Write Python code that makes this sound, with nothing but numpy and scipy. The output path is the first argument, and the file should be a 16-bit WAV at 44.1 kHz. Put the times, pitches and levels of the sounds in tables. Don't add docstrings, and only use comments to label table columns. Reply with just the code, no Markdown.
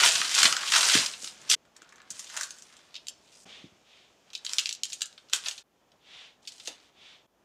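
import sys
import numpy as np
from scipy import signal
from scipy.fft import rfft, irfft
from scipy.io import wavfile
from scipy.ndimage import uniform_filter1d

SR = 44100
rng = np.random.default_rng(int(sys.argv[2]) if len(sys.argv) > 2 else 0)


def int16_out(signal):
    q = np.round(np.clip(np.atleast_2d(signal).T, -1, 1) * 32767)
    wavfile.write(sys.argv[1], SR, q.astype(np.int16))


N = 328104


def amp(db):
    return 10 ** (np.asarray(db) / 20)


def rms_one(x):
    return x / np.sqrt(np.mean(x ** 2) + 1e-20)


def in_time(tables):
    t = np.arange(N) / SR
    times, *columns = np.transpose(np.vstack(tables))
    inside = sum((t >= rows[0][0]) & (t <= rows[-1][0]) for rows in tables) > 0
    curves = [np.interp(t, times, column) for column in columns]
    return curves + [uniform_filter1d(inside * 1., size=300)]


def band(x, low_hz, high_hz):
    edges = [low_hz, min(high_hz, .45 * SR)]
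    return signal.sosfilt(signal.butter(2, edges, "band", fs=SR, output="sos"), x)


def high_pass(x, hz):
    return signal.sosfilt(signal.butter(3, hz, "high", fs=SR, output="sos"), x)


def ring(x, hz, t60):
    r, w = amp(-60 / (t60 * SR)), 2 * np.pi * hz / SR
    return signal.lfilter([0, np.sin(w)], [1, -2 * r * np.cos(w), r * r], x + 1e-18)


def coloured(points):
    hz, db = np.transpose(points)
    f = np.arange(N // 2 + 1) * SR / N + 1
    shape = amp(np.interp(np.log(f), np.log(hz), db))
    return rms_one(irfft(rfft(rng.standard_normal(N)) * shape, N))


# end t/s, murmur level/dB, hiss level/dB,
# extra level of both at the passage's start/dB
PASSAGES = [(1.554, -62, -59, 6), (3.452, -66.5, -70.5, -3.5), (5.631, -67.5, -68.5, 13.5),
            (7.27, -67.5, -74, -10.5), (7.44, -67, -74.5, -10.5)]
# f/Hz, relative level per Hz/dB
MURMUR_COLOUR = [(18, -42), (30, -21.5), (215, -9.5), (327, -10.5), (397, -9.5), (449, -10.5), (616, -10),
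                 (685, -10), (2000, -22), (2600, -60.5), (4400, -120)]
# f/Hz, relative level per Hz/dB
HISS_COLOUR = [(710, -38), (1200, -8.5), (1840, -11.5), (2260, -2.5), (3460, -3), (3850, -8), (6650, -6.5),
               (15500, -40.5)]
SETTLE_S = 0.1
MURMUR_LUMPS_DB = 1.2
HUM_HZ, HUM_DB = 50.5, -84.5


def room_tone():
    ends, murmur_db, hiss_db, start_db = np.transpose(PASSAGES)
    t = np.arange(N) / SR
    passage = np.minimum(np.searchsorted(ends, t), len(ends) - 1)
    since_start = t - np.r_[0, ends][passage]
    settle_db = start_db[passage] * np.exp(-since_start / SETTLE_S)
    lumps_db = MURMUR_LUMPS_DB * rms_one(band(rng.standard_normal(N), 2.1, 16))
    murmur = amp(murmur_db[passage] + settle_db + lumps_db) * coloured(MURMUR_COLOUR)
    hiss = amp(hiss_db[passage] + settle_db) * coloured(HISS_COLOUR)
    hum = amp(HUM_DB) * np.sin(2 * np.pi * HUM_HZ * t)
    return murmur + hiss + hum


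# f/Hz, time to die by 60 dB t/s, level relative to the other rows/dB
KITCHEN = [(523, 0.46, 12.5), (1580, 0.57, 0), (3380, 0.19, 2), (6250, 0.34, -4.5), (12460, 0.067, 12)]
KITCHEN_DB = -4.5
EARLY_DB, EARLY_S = 9, 0.045
TABLE_ECHO_S, TABLE_ECHO_DB = 0.002, -21


def kitchen():
    t = np.arange(SR // 2) / SR
    tail = 0
    for hz, t60, db in KITCHEN:
        tail = tail + amp(db - 60 * t / t60) * band(rng.standard_normal(len(t)), hz / 1.89, hz * 1.16)
    build_up = np.clip(t / 0.0084, 0, 1)
    tail = tail * build_up * amp(EARLY_DB * np.exp(-t / EARLY_S))
    response = amp(KITCHEN_DB) * tail / np.sqrt(np.sum(tail ** 2))
    response[0] += 1
    response[round(TABLE_ECHO_S * SR)] += amp(TABLE_ECHO_DB)
    return response


# loudest moment t/s, level there/dB, rise t/s, fall t/s
SWISHES = [(3.509, -49.5, 0.037, 0.18), (3.95, -58.5, 0.11, 0.17), (6.19, -49.5, 0.15, 0.14),
           (7.08, -53.5, 0.13, 0.14)]
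# f/Hz, relative level per Hz/dB
SWISH_COLOUR = [(240, -28), (600, -12), (1490, -11), (2230, -3.5), (3600, 1.5), (4200, -6), (7000, -17),
                (11000, -35.5), (22000, -120)]
SWISH_EDGE_DB, SWISH_FLAT = 15, 2.4


def sleeve():
    t = np.arange(N) / SR
    swell = 0
    for s, db, rise, fall in SWISHES:
        distance = np.maximum((s - t) / rise, (t - s) / fall)
        swell = swell + amp(db - SWISH_EDGE_DB * distance ** SWISH_FLAT)
    return swell * coloured(SWISH_COLOUR)


# t/s, peak level/dB, table ring f/Hz, time to die by 60 dB t/s
THUDS = [(.04, -43, 121, 0.24), (0.151, -46.5, 110, 0.16), (0.2, -41, 261, 0.36), (0.45, -31, 227, 0.34),
         (0.951, -19, 250, 0.2), (0.964, -34.5, 110.8, 0.27), (1.231, -42.5, 358, 0.18),
         (1.5, -39, 400, 0.14), (1.82, -52, 300, 0.1), (2.11, -51.5, 171, 0.38), (3.64, -38.5, 185, 0.12),
         (3.718, -58.5, 129.3, 0.11), (5.336, -42.5, 654, 0.18), (6.679, -35.5, 486, 0.21)]


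def thuds():
    size = 8000
    out = np.zeros(N + size)
    t = np.arange(size) / SR
    for (s, db, hz, t60), shake in zip(THUDS, rng.standard_normal((len(THUDS), size))):
        shake[:40] += .8
        knock = shake * amp(-60 * t / t60)
        for _ in range(2):
            knock = band(knock, hz / 2, hz * 2)
        i = round(s * SR)
        out[i:i + size] += amp(db) * knock / np.abs(knock).max()
    return out[:N]


# f/Hz, relative level per Hz/dB
ROLL_COLOUR = [(18, -47.5), (30, -23.5), (209, -6.5), (341, -4), (422, 1.5), (467, -6.5), (600, -9.5),
               (780, -37.5), (1320, -120)]
ROLL_DB, ROLL_END_S = -52, 1.58
ROLL_FOLLOWS = 0.81


def pin():
    lumps = amp(2.5 * rms_one(band(rng.standard_normal(N), 4, 25)))
    work_db = uniform_filter1d(in_time(WORKING)[0], size=2000)
    down = np.clip((ROLL_END_S - np.arange(N) / SR) / .05, 0, 1)
    level = amp(ROLL_DB + ROLL_FOLLOWS * (work_db - work_db.max()))
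    return level * down * lumps * coloured(ROLL_COLOUR)


CREASES_PER_S = 890


def creases(low_hz, high_hz, cycles, clumps):
    signs = rng.choice([-1, 1], N)
    born = rng.random(N) < CREASES_PER_S * clumps / SR
    dealt = rng.integers(0, 16, N)
    pitches = np.geomspace(low_hz, high_hz, 16)
    return rms_one(sum(ring(signs * born * (dealt == k), hz, cycles / hz) for k, hz in enumerate(pitches)))


# t/s, middle creases level before RUSTLE_TRIM_DB/dB,
# fine creases level above the middle/dB, broad flexing level above the middle/dB
WORKING = [
    [(0.0, -22.5, -5.5, -3), (0.05, -16, -0.5, -5.5), (0.112, -26.5, 0, -13.5), (0.3, -31.5, -3, -10.5),
     (0.39, -20.5, -3, -10), (0.45, -19.5, -1.5, -9), (0.508, -33.5, 2.5, -6), (0.604, -35.5, -4, -4),
     (0.69, -28.5, -4, -15), (0.758, -20, -3, -5), (0.836, -26, 2, -5), (0.966, -18.5, -4.5, -12),
     (1.178, -53, 5, -13), (1.26, -44, 6, -15), (1.36, -59, -1, -5.5), (1.476, -53, -3, 0),
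     (1.5, -28.5, 7, -18.5), (1.55, -17.5, -5.5, -13)],
    [(1.75, -66, -8, 3), (2.054, -67, -17, 6.5), (2.154, -50.5, 4.5, -7), (2.3, -48.5, -2, -12),
     (2.37, -47, 7.5, 8.5), (2.42, -42, 4, -10.5), (2.5, -58.5, 7, -18), (2.712, -58.5, -2, -1.5),
     (2.93, -62, -11.5, -7), (3.2, -67, -5.5, -21.5), (3.36, -57, 0.5, -24), (3.45, -72.5, 17.5, -17)],
    [(4.26, -71, -9, 3), (4.412, -67.5, -4, 2), (4.514, -45, 4, -7), (4.7, -51, 2.5, -14),
     (4.774, -98, 6, -10), (4.9, -52.5, 8, -13), (5.122, -93, 28, -3.5), (5.296, -66, -15, -18),
     (5.35, -36, 6, -9), (5.42, -55, 2, -10), (5.468, -35, -2.5, -6.5), (5.63, -77.5, 12, -18)],
    [(6.42, -66, -2.5, -13), (6.514, -56.5, 1.5, -25), (6.624, -60.5, 1.5, -19), (6.672, -43, 1.5, -27),
     (6.77, -58, -16.5, -7), (6.9, -63, -13, -12)],
]
RUSTLE_TRIM_DB = -5
CRISP_DB = -22


def rustle():
    clumps = amp(3.0 * rms_one(band(rng.standard_normal(N), 12, 98)))
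    middle = band(creases(3000, 4200, 2.5, clumps), 2200, 9800)
    fine = band(creases(4800, 9000, 13.0, clumps), 3700, 11000)
    crisp = band(creases(10000, 15500, 3.0, clumps), 9500, 16500)
    fine = fine + amp(CRISP_DB - 1.5) * crisp
    broad = band(creases(1200, 2100, 2.0, clumps), 540, 3600)
    db, fine_db, broad_db, on = in_time(WORKING)
    mix = rms_one(middle) + amp(fine_db) * rms_one(fine) + amp(broad_db) * rms_one(broad)
    return amp(RUSTLE_TRIM_DB + db) * on * mix


SMALL_PER_S, SMALL_MS = 29, 4.5
SMALL_DB, SMALL_SPREAD_DB = 6, 3.5


def small_snaps():
    *levels, on = in_time(WORKING)
    count = round(SMALL_PER_S * N / SR)
    at = rng.integers(0, N, count)
    scatter = rng.uniform(-1.3, 1, (count, 3))
    levels = np.transpose(levels)[at] + [SMALL_DB, 0, 0] + SMALL_SPREAD_DB * scatter
    return [(i / SR, *row, SMALL_MS) for i, row in zip(at, levels) if on[i] > 0]


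# t/s, middle part peak level/dB, fine part level above the middle/dB,
# broad part level above the middle/dB, length/ms
SNAPS = [(0.0206, -24, -10, -6, 2.1), (0.0359, -7.5, -7, -7, 2.2), (0.0599, -8.5, -3, -11, 2.6),
         (0.1571, -17.5, -4, -7, 6.1), (0.2147, -14.5, -12, -3.5, 3.6), (0.3493, -15.5, 0, -25, 4.6),
         (0.3845, -18.5, 1, 2, 4.7), (0.4308, -6.5, 0.5, -3, 3.2), (0.4539, -6, -29, -7.5, 7.3),
         (0.5253, -11.5, -3, -7.5, 2.2), (0.5662, -16.5, 0, -4.5, 3.5), (0.6323, -25.5, -21, -1, 3.5),
         (0.7211, -13, -4, -5.5, 3.5), (0.7366, -12.5, -7, -2, 8.1), (0.9497, -11.5, 0.5, -7, 5.2),
         (1.0608, -18.5, -1.5, -30, 5.1), (1.1368, -27, -23, -19, 6.3), (1.2435, -28, 1, -14, 3.2),
         (1.275, -24, -16, -21, 2.2), (1.416, -50, 10, -10, 1.4), (1.499, -16, 5.5, -23, 5.8),
         (1.5137, -9.5, -5, -16.5, 4.9), (1.5384, -13.5, -17.5, -20.5, 3.05), (1.6521, -56.5, -3.5, 3, 3.5),
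         (1.765, -45, 4.5, -7, 3.1), (1.819, -44.5, 2, 2.5, 3.1), (1.8454, -52, -11, -6, 3.5),
         (1.8911, -48.5, 1, -21, 2.8), (1.9233, -52.5, 3.5, 9.5, 4.4), (1.958, -55, 9, -1, 2.9),
         (1.9812, -50, -5, 3, 3.5), (2.0014, -48, -10.5, 3, 4), (2.0174, -46.5, -2, -2, 1.7),
         (2.1037, -38, 12, -11, 10.5), (2.1937, -34, 8.5, -8.5, 9.7), (2.244, -40.5, 7, -16, 2.7),
         (2.299, -40, 3, -0.5, 6.9), (2.3658, -36, 11, 5.5, 3.5), (2.373, -26.5, 4, -2, 3.1),
         (2.4102, -28, 9, 3.5, 2.9), (2.432, -27, 4, -21, 5.1), (2.5064, -34, 6, -24, 3.1),
         (2.585, -48, 8, -28, 4.3), (2.622, -49, 14, -8, 3.8), (2.767, -43.5, 0, -16, 2.8),
         (2.9422, -33, -9, -20, 5.2), (2.9539, -28.5, -30, -32, 2.1), (2.9626, -30.5, -12, -30, 4.4),
         (3.0694, -30, -1.5, -27, 1.6), (3.0835, -26, 2, -25, 3.2), (4.3026, -42.5, -8, -16, 3.9),
         (4.332, -36.5, -1, -20, 10), (4.351, -23, -8, -38, 4.7), (4.3762, -38, -3, -29, 3.5),
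         (4.4464, -49, 5, -22, 4.6), (4.4488, -30, 3.5, -12, 4.1), (4.465, -18.5, -9, -26, 1.7),
         (4.4937, -25, -6.5, -24, 2.6), (4.5338, -19, 2.5, -17.5, 1.5), (4.5835, -9.5, -5.5, -27, 3.3),
         (4.5905, -13.5, -8, -24, 2.5), (4.5966, -24, 8, -11, 1.2), (4.6576, -17, -6, -27, 1.9),
         (4.671, -24, -4, -32, 1.3), (4.6917, -20, -1, -35, 2.4), (4.7097, -26, -3, -18, 2.8),
         (4.7266, -23.5, 1.5, -35, 1.9), (4.7495, -33, 0, -36, 2.4), (4.8341, -17, -1, -34, 2),
         (4.8536, -27, 1.5, -20.5, 2.3), (4.9015, -33, -20, -25, 2), (4.9229, -26, -9, -27, 2.1),
         (4.9305, -27, 2.5, -34, 5.2), (5.0079, -32.5, 0, -12, 3.5), (5.0181, -16.5, -1, -18.5, 2.8),
         (5.0572, -37.5, 10, -27, 2.4), (5.1272, -46, -3, -14, 2.5), (5.178, -38, -13, -13.5, 5.3),
         (5.286, -49.5, -7, -17, 8.4), (5.2975, -38, -4.5, -13.5, 4.6), (5.3289, -27, -6, -7, 3.1),
         (5.3337, -9, -0.5, -16, 2.4), (5.3624, -28.5, 1, -14, 2.5), (5.4385, -32, -18, -13, 3.5),
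         (5.4604, -23, -16, -22, 8.2), (5.4838, -17.5, -2.5, -27, 4.1), (5.5111, -25.5, -6, -37, 3.5),
         (5.5784, -34.5, -3, -25, 9.1), (5.918, -52.5, -8.5, -12.5, 3.5), (6.452, -46, -14, -31.5, 3.9),
         (6.474, -29.5, -3, -30, 10.5), (6.521, -41.5, 2, -24, 3.8), (6.58, -47, -3, -17, 4.6),
         (6.5982, -38, -4, -18, 10), (6.657, -37, -5, -31, 4), (6.6737, -22.5, -3, -16.5, 5.7),
         (6.68, -34, -3, -29, 2.5)]
# low f/Hz, high f/Hz
SNAP_BANDS = [(2397, 4590), (5100, 7490), (1004, 1803), (9800, 28000)]


def snaps():
    size = 900
    out = np.zeros(N + size)
    t_ms = np.arange(size) / SR * 1000
    rows = list(SNAPS) + small_snaps()
    for (s, db, fine_db, broad_db, ms), tear in zip(rows, rng.standard_normal((len(rows), size))):
        tear[0] = 2.0
        tear *= np.exp(-t_ms / (0.85 * max(ms, .3)))
        parts = [band(band(tear, low, high), 1.17 * low, 1.6 * high) for low, high in SNAP_BANDS]
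        levels = [0, fine_db, broad_db, fine_db + CRISP_DB]
        snap = sum(amp(level) * part / np.abs(part).max() for level, part in zip(levels, parts))
        i = round(s * SR)
        out[i:i + size] += amp(db) * snap
    return out[:N]


SPOT_S = .06
STILL_S = .03
SHEET_LOW_HZ = 794
FADE_S = 0.0096


def scene():
    paper, heard = rustle() + snaps(), np.zeros(N)
    spot = np.repeat(rng.integers(0, 3, 600), round(SPOT_S * SR))[:N]
    joins = np.transpose(PASSAGES)[0, :-1]
    edges = [0] + [round(s * SR) for s in joins] + [N]
    for k in range(3):
        room, here = kitchen(), paper * (spot == k)
        for a, b in zip(edges, edges[1:]):
            moving = (np.arange(b - a) > STILL_S * SR) | (a == 0)
            heard[a:b] += signal.fftconvolve(here[a:b] * moving, room)[:b - a]
    heard = high_pass(heard, SHEET_LOW_HZ)
    out = heard + sleeve() + pin() + room_tone() + thuds()
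    to_join = np.min(np.abs(np.arange(N) / SR - joins[:, None]), axis=0)
    return (out * np.clip(to_join / FADE_S, .05, 1))[None]


MIC_HISS_DB, MIC_HISS_HZ = -86, 9000
CUTOFF_HZ = 16400


def record(dry):
    x = high_pass(dry, 45)
    x = .75 * np.tanh(x / .75)
    x = x + amp(MIC_HISS_DB) * rms_one(band(rng.standard_normal(N), MIC_HISS_HZ, CUTOFF_HZ))
    return signal.sosfilt(signal.cheby2(16, 80, CUTOFF_HZ, fs=SR, output="sos"), x)


dry = scene()
out = record(dry)
int16_out(out)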